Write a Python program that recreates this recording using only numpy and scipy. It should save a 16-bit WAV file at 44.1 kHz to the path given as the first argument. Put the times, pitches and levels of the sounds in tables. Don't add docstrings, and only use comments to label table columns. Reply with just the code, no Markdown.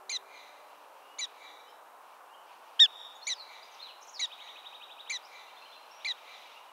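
import sys
import numpy as np
from scipy import signal
from scipy.fft import rfft, irfft
from scipy.io import wavfile
from scipy.ndimage import uniform_filter1d

SR = 44100
rng = np.random.default_rng(int(sys.argv[2]) if len(sys.argv) > 2 else 0)


def wav_record(signal):
    frames = np.transpose(np.atleast_2d(signal))
    bounded = np.clip(frames, -1, 1)
    quanta = np.round(bounded * 32767).astype(np.int16)
    wavfile.write(sys.argv[1], SR, quanta)


N = 296352

# t/s, length/s, attack/s, time to the pitch break/s, plateau f/Hz, level/dB,
# then, as its head turns, fundamental gain/dB and third harmonic gain/dB
BARKS = [(0.0938, .083, 0.0027, 0.022, 2035, -29.5, -5, 7), (1.184, .076, 0.0083, .0232, 1950, -33, -1, 10),
         (3.267, 0.076, 0.0036, 0.021, 1970, -30.5, 0, 10.5),
         (4.192, 0.071, 0.0042, 0.016, 1933, -30, -1, 6), (5.095, .083, 0.0043, .0229, 1993, -34, 4.5, 9),
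         (6.046, .082, 0.0031, 0.022, 1983, -30, 2.5, -6)]
# f/Hz, gain/dB
THROAT = [(1500, -54), (1800, -17.5), (1960, -14.5), (2320, -3.5), (3200, -5), (3850, -0.15), (4200, -9),
          (4650, -17.5), (5500, -14), (6000, -9), (6900, -3), (7300, -18), (8300, -29), (9300, -15),
          (12000, -33)]
FOLD_HARMONICS = [1.93, 3.5, -7, -8.5, -13.5, -25]
# t/s, f/Hz, level/dB
NEAR_BARK = [(2.7915, 1460, -59.5), (2.794, 1510, -24), (2.802, 1814, -12), (2.812, 1898, -12.5),
             (2.822, 1846, -10.5), (2.838, 1753, -13.5), (2.852, 1710, -20), (2.859, 1560, -23.5),
             (2.866, 1310, -37), (2.87, 1320, -70)]
NEAR_HARMONICS = [-19, 0, -21, -27, -43, -46, -60]
# early scatter level/dB, its loss/(dB/s), late peak t/s, its level/dB, swell/(dB/s), loss/(dB/s)
REGULAR_ECHO = (-17, 264, 0.23, -17, 163, 57)
NEAR_ECHO = (-39, 80, .2, -29, 110, 80)
BUSH_ECHO = (-1, 170, .1, -22, 100, 70)
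# f/Hz, gain/dB
ECHO_COLOUR = [(1900, 8), (2350, 4.5), (3400, 7.5), (3900, -2), (5500, 1), (7200, -2.5), (10000, -12)]
# t/s, top f/Hz, scoop depth/Hz, level/dB
CHIPS = [(2.336, 3220, 200, -57), (3.147, 6780, 454, -59.5), (3.216, 4340, 394, -46.5),
         (3.232, 6120, 1000, -58), (3.253, 5950, 640, -47.5), (3.335, 5250, 400, -56),
         (3.353, 4900, 390, -51.5), (3.377, 4570, 270, -46.5), (3.393, 4256, 80, -43),
         (3.408, 4050, 200, -44), (3.624, 4960, 400, -53), (3.79, 3780, 444, -45), (3.811, 4240, 378, -42),
         (5.228, 4870, 60, -58.5), (5.476, 2780, 60, -53), (5.492, 3200, 450, -59), (5.563, 3710, 700, -50),
         (5.618, 2710, 60, -55.5), (5.649, 3200, 650, -51.5), (5.718, 3730, 740, -49),
         (5.762, 2730, 60, -54), (5.9, 2790, 80, -58), (5.908, 5660, 460, -55.5), (6.56, 2850, 151, -50.5),
         (6.68, 2930, 161, -55.5)]
# t/s, length/s, first f/Hz, last f/Hz, level/dB
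SLIDES = [(.5, 0.69, 2780, 2775, -77), (1.02, 0.2, 2775, 2990, -59), (1.584, .077, 5450, 5850, -70),
          (1.654, 0.063, 2930, 3200, -60.5), (1.677, .055, 5000, 5500, -68), (2.279, .15, 2717, 3100, -61),
          (3.641, 0.029, 7240, 5030, -63), (3.711, .027, 6700, 5800, -61), (3.739, .022, 7220, 3660, -57),
          (3.427, .035, 4050, 3860, -52), (3.823, .045, 4250, 3750, -40.5), (3.858, .06, 3840, 2550, -47),
          (4.011, 0.016, 7200, 5030, -54.5), (4.019, 0.02, 5040, 7000, -51.5),
          (4.072, 0.0128, 7500, 5350, -51), (4.083, 0.02, 5330, 7170, -49), (4.132, 0.059, 6130, 3640, -44),
          (5.248, .015, 4870, 6040, -56), (5.533, 0.16, 4147, 4140, -56), (5.688, 0.15, 4050, 4170, -54),
          (5.923, 0.11, 5750, 5640, -63)]
# t/s, f/Hz, level/dB
SYLLABLE = [(0, 2380, -18), (.016, 2530, -10), (.025, 3100, -5), (.032, 3620, -2), (.044, 3860, 0),
            (.048, 3880, -20)]
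# t/s, syllable count, spacing/s, level/dB, loss per syllable/dB
TRILLS = [(4.211, 11, .084, -41.5, .1), (5.981, 7, .0845, -51, .6)]
# t/s, level/dB
CHORUS_LEVEL = [(0, -70), (1.0, -64), (2.0, -69), (2.5, -66.5), (3.6, -61), (4.2, -67.5), (5.2, -64.5),
                (5.8, -62), (6.3, -56.5), (6.72, -65.5)]
# f/Hz, level/dB
CHORUS_COLOUR = [(1500, -39.5), (2300, -5), (2800, -4), (3500, -10.5), (4800, -16), (6000, -19),
                 (8000, -37.5)]
# t/s, f/Hz
ENGINE_FIRING = [(0, 54.9), (.2, 55.6), (.55, 60.2), (1.0, 60.16), (1.6, 61.1), (2.4, 61.05)]
# multiple of the firing rate, level/dB, swell peak t/s
ENGINE_ORDERS = [(5, -78, 1.42), (7, -71.5, 0.11), (8, -73, 1.64), (9, -73.5, 0.99), (10, -71.5, 0.65)]
# f/Hz, level/dB
ROAR_COLOUR = [(24, -86), (40, -62.5), (235, -27), (378, -18.5), (474, -12.5), (862, -3), (953, -3),
               (1250, -7.5), (3320, -35), (12000, -31.5), (15600, -35.5)]

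START_HZ, HUMP_HZ, HUMP_RISE_S, BREAK_S = -230, 402.5, .00549, .0019
SETTLE_HZ, SETTLE_S, SAG_HZ_PER_S, FALL_HZ, FALL_S = 107, .01306, 900, 475, .0066
RELEASE_S, EDGE_DB, RASP_DB, RASP_FOLLOWS_TURN = .0049, -22, -11, .3
CHIP_S, SCOOP_S, WAVER_SHARE, SYLLABLE_SPREAD_DB, BUSH_SHADE_DB = .025, .008, .008, .7, -2.5
ENGINE_LEAVES_S, ENGINE_LOSS_DB_PER_S = 1.5, 18.5
ORDER_SWELL_DB, ORDER_SWELL_S, ORDER_WAVER_DB = 9, .13, 3.5
ROAR_DB, CUTOFF_HZ = -54.5, 15750


def regular_caller():
    straight, around, breath = np.zeros((3, N))
    for start, length, attack, break_at, plateau_hz, db, fundamental_db, third_db in BARKS:
        t = np.arange(0, length, 1 / SR)
        hz = bark_pitch(t, length, break_at, plateau_hz)
        effort_db = EDGE_DB * (np.maximum(1 - t / attack, 0) ** 2 + np.exp((t - length) / RELEASE_S))
        gains = [amp(at_hz(THROAT, k * hz) + fold_db) for k, fold_db in enumerate(FOLD_HARMONICS, 1)]
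        harmonics = vocal_folds(hz, gains, jitter=.007, shimmer_db=.8, half_db=-24, slips_per_s=100)
        facing = amp([fundamental_db, 0, third_db, third_db / 2, third_db / 2 - 1, third_db / 2 + 2])
        add(straight, start, amp(db + effort_db) * (facing @ harmonics))
        add(around, start, amp(-32.5 + effort_db) * harmonics.sum(axis=0))
        add(breath, start, amp(db + RASP_DB + RASP_FOLLOWS_TURN * third_db + effort_db))
    air = signal.sosfilt(signal.butter(4, [2500, 7000], "band", fs=SR, output="sos"), rng.standard_normal(N))
    rasp = breath * filtered(air, THROAT) * amp(3 * drift(200, N))
    return straight + rasp, around + rasp


def bark_pitch(t, length, break_at, plateau_hz):
    since_break = np.maximum(t - break_at, 0)
    hump = HUMP_HZ - (HUMP_HZ - START_HZ) * np.exp(-t / HUMP_RISE_S)
    settle = SETTLE_HZ * np.exp(-since_break / SETTLE_S) - SAG_HZ_PER_S * (t - length / 2)
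    fall = FALL_HZ * np.exp((t - length) / FALL_S)
    hz = plateau_hz + settle + (hump - settle) * np.exp(-since_break / BREAK_S) - fall
    return uniform_filter1d(hz, size=60)


def near_caller():
    out = np.zeros(N)
    start, (hz, db) = sampled(NEAR_BARK)
    hz, db = uniform_filter1d(hz, size=150), uniform_filter1d(db, size=60)
    harmonics = vocal_folds(hz, amp(NEAR_HARMONICS), jitter=.0017, shimmer_db=.18, half_db=-32, slips_per_s=0)
    add(out, start, amp(db) * harmonics.sum(axis=0))
    return out


def vocal_folds(hz, gains, jitter, shimmer_db, half_db, slips_per_s):
    size, longest = len(hz), 4000
    phase = 2 * np.pi * np.cumsum(hz * (1 + jitter * drift(440, longest)[:size])) / SR
    slips = (rng.random(longest) < slips_per_s / SR) * rng.normal(0, .45, longest)
    phase += np.cumsum(uniform_filter1d(slips, size=22))[:size]
    harmonics = np.array([gain * np.sin((k + 1) * phase + k * k) for k, gain in enumerate(gains)])
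    uneven = amp(half_db + 3.7 * drift(40, longest)[:size]) * np.sin(phase / 2)
    shimmer = amp(shimmer_db * drift(340, longest)[:size])
    return harmonics * shimmer * (1 + uneven)


def echo(sound, profile):
    early_db, early_loss, delay, late_db, swell, loss = profile
    t = np.arange(SR) / SR
    early = amp(early_db - early_loss * t)
    late = amp(late_db - np.where(t < delay, swell * (delay - t), loss * (t - delay)))
    scatter = rng.standard_normal(SR) * (early + late) / np.sqrt(.07 * SR)
    return signal.fftconvolve(sound, scatter)[:N]


def songbirds():
    out = np.zeros(N)
    waver = 1 + WAVER_SHARE * drift(60, N)
    scoop = np.exp(-np.arange(0, CHIP_S, 1 / SR) / SCOOP_S)
    for start, top_hz, scoop_hz, db in CHIPS:
        add(out, start, whistle(top_hz - scoop_hz * scoop, db))
    for start, length, first_hz, last_hz, db in SLIDES:
        hz = np.geomspace(first_hz, last_hz, int(length * SR))
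        add(out, start, whistle(hz * waver[round(start * SR):][:len(hz)], db))
    _, (hz, shape_db) = sampled(SYLLABLE)
    syllable = amp(shape_db) * np.sin(2 * np.pi * np.cumsum(hz) / SR)
    for start, count, spacing, db, loss_db in TRILLS:
        spread_db = rng.normal(0, SYLLABLE_SPREAD_DB, 20)
        for k in range(round(count)):
            add(out, start + k * spacing, amp(db - k * loss_db + spread_db[k]) * syllable)
    return out * amp(2.5 * drift(120, N))


def whistle(hz, db):
    envelope = amp(db) * np.sin(np.linspace(0, np.pi, len(hz))) ** .5
    return envelope * np.sin(2 * np.pi * np.cumsum(hz) / SR)


def far_chorus():
    level_db = np.interp(np.arange(N) / SR, *np.transpose(CHORUS_LEVEL))
    return coloured_noise(CHORUS_COLOUR, 1500, 8000) * amp(level_db + 2.35 * drift(4.4, N))


def far_engine():
    t = np.arange(N) / SR
    phase = 2 * np.pi * np.cumsum(np.interp(t, *np.transpose(ENGINE_FIRING))) / SR
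    drone = np.zeros(N)
    for multiple, db, peak_at in ENGINE_ORDERS:
        swell_db = ORDER_SWELL_DB * np.exp(-.5 * ((t - peak_at) / ORDER_SWELL_S) ** 2)
        drone += amp(db + swell_db + ORDER_WAVER_DB * drift(1.7, N)) * np.sin(multiple * phase)
    return drone * amp(-ENGINE_LOSS_DB_PER_S * np.maximum(t - ENGINE_LEAVES_S, 0))


def traffic_and_hiss():
    return coloured_noise(ROAR_COLOUR, 400, 1400) * amp(ROAR_DB)


def amp(db):
    return 10 ** (np.asarray(db) / 20)


def at_hz(colour, hz):
    points_hz, db = np.transpose(colour)
    return np.interp(np.log(hz), np.log(points_hz), db)


def filtered(sound, colour):
    hz = np.maximum(np.arange(N // 2 + 1) * SR / N, 1)
    return irfft(rfft(sound) * amp(at_hz(colour, hz)), N)


def coloured_noise(colour, low_hz, high_hz):
    noise = filtered(rng.standard_normal(N), colour)
    band = signal.butter(6, [low_hz, high_hz], "band", fs=SR, output="sos")
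    return noise / signal.sosfilt(band, noise).std()


def drift(rate_hz, size):
    pole = np.exp(-2 * np.pi * rate_hz / SR)
    wander = signal.lfilter([1], [1, -2 * pole, pole * pole], rng.standard_normal(size + 9000))[9000:]
    return wander / wander.std()


def add(track, start, sound):
    i = round(start * SR)
    track[i:i + len(sound)] += sound[:N - i]


def sampled(rows):
    times, *columns = np.transpose(rows)
    t = np.arange(times[0], times[-1], 1 / SR)
    return times[0], [np.interp(t, times, column) for column in columns]


def scene():
    straight, around = regular_caller()
    near, song = near_caller(), songbirds()
    echoes = echo(filtered(around, ECHO_COLOUR), REGULAR_ECHO) + echo(near, NEAR_ECHO)
    echoes += echo(song, BUSH_ECHO)
    shaded_song = amp(BUSH_SHADE_DB) * song
    calls = straight + near + shaded_song + echoes + far_chorus()
    low_cut = signal.butter(4, 900, "high", fs=SR, output="sos")
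    return (signal.sosfilt(low_cut, calls) + traffic_and_hiss() + far_engine())[None]


def record(dry):
    return signal.sosfilt(signal.ellip(14, .3, 60, CUTOFF_HZ, fs=SR, output="sos"), dry)


dry = scene()
out = record(dry)
wav_record(out)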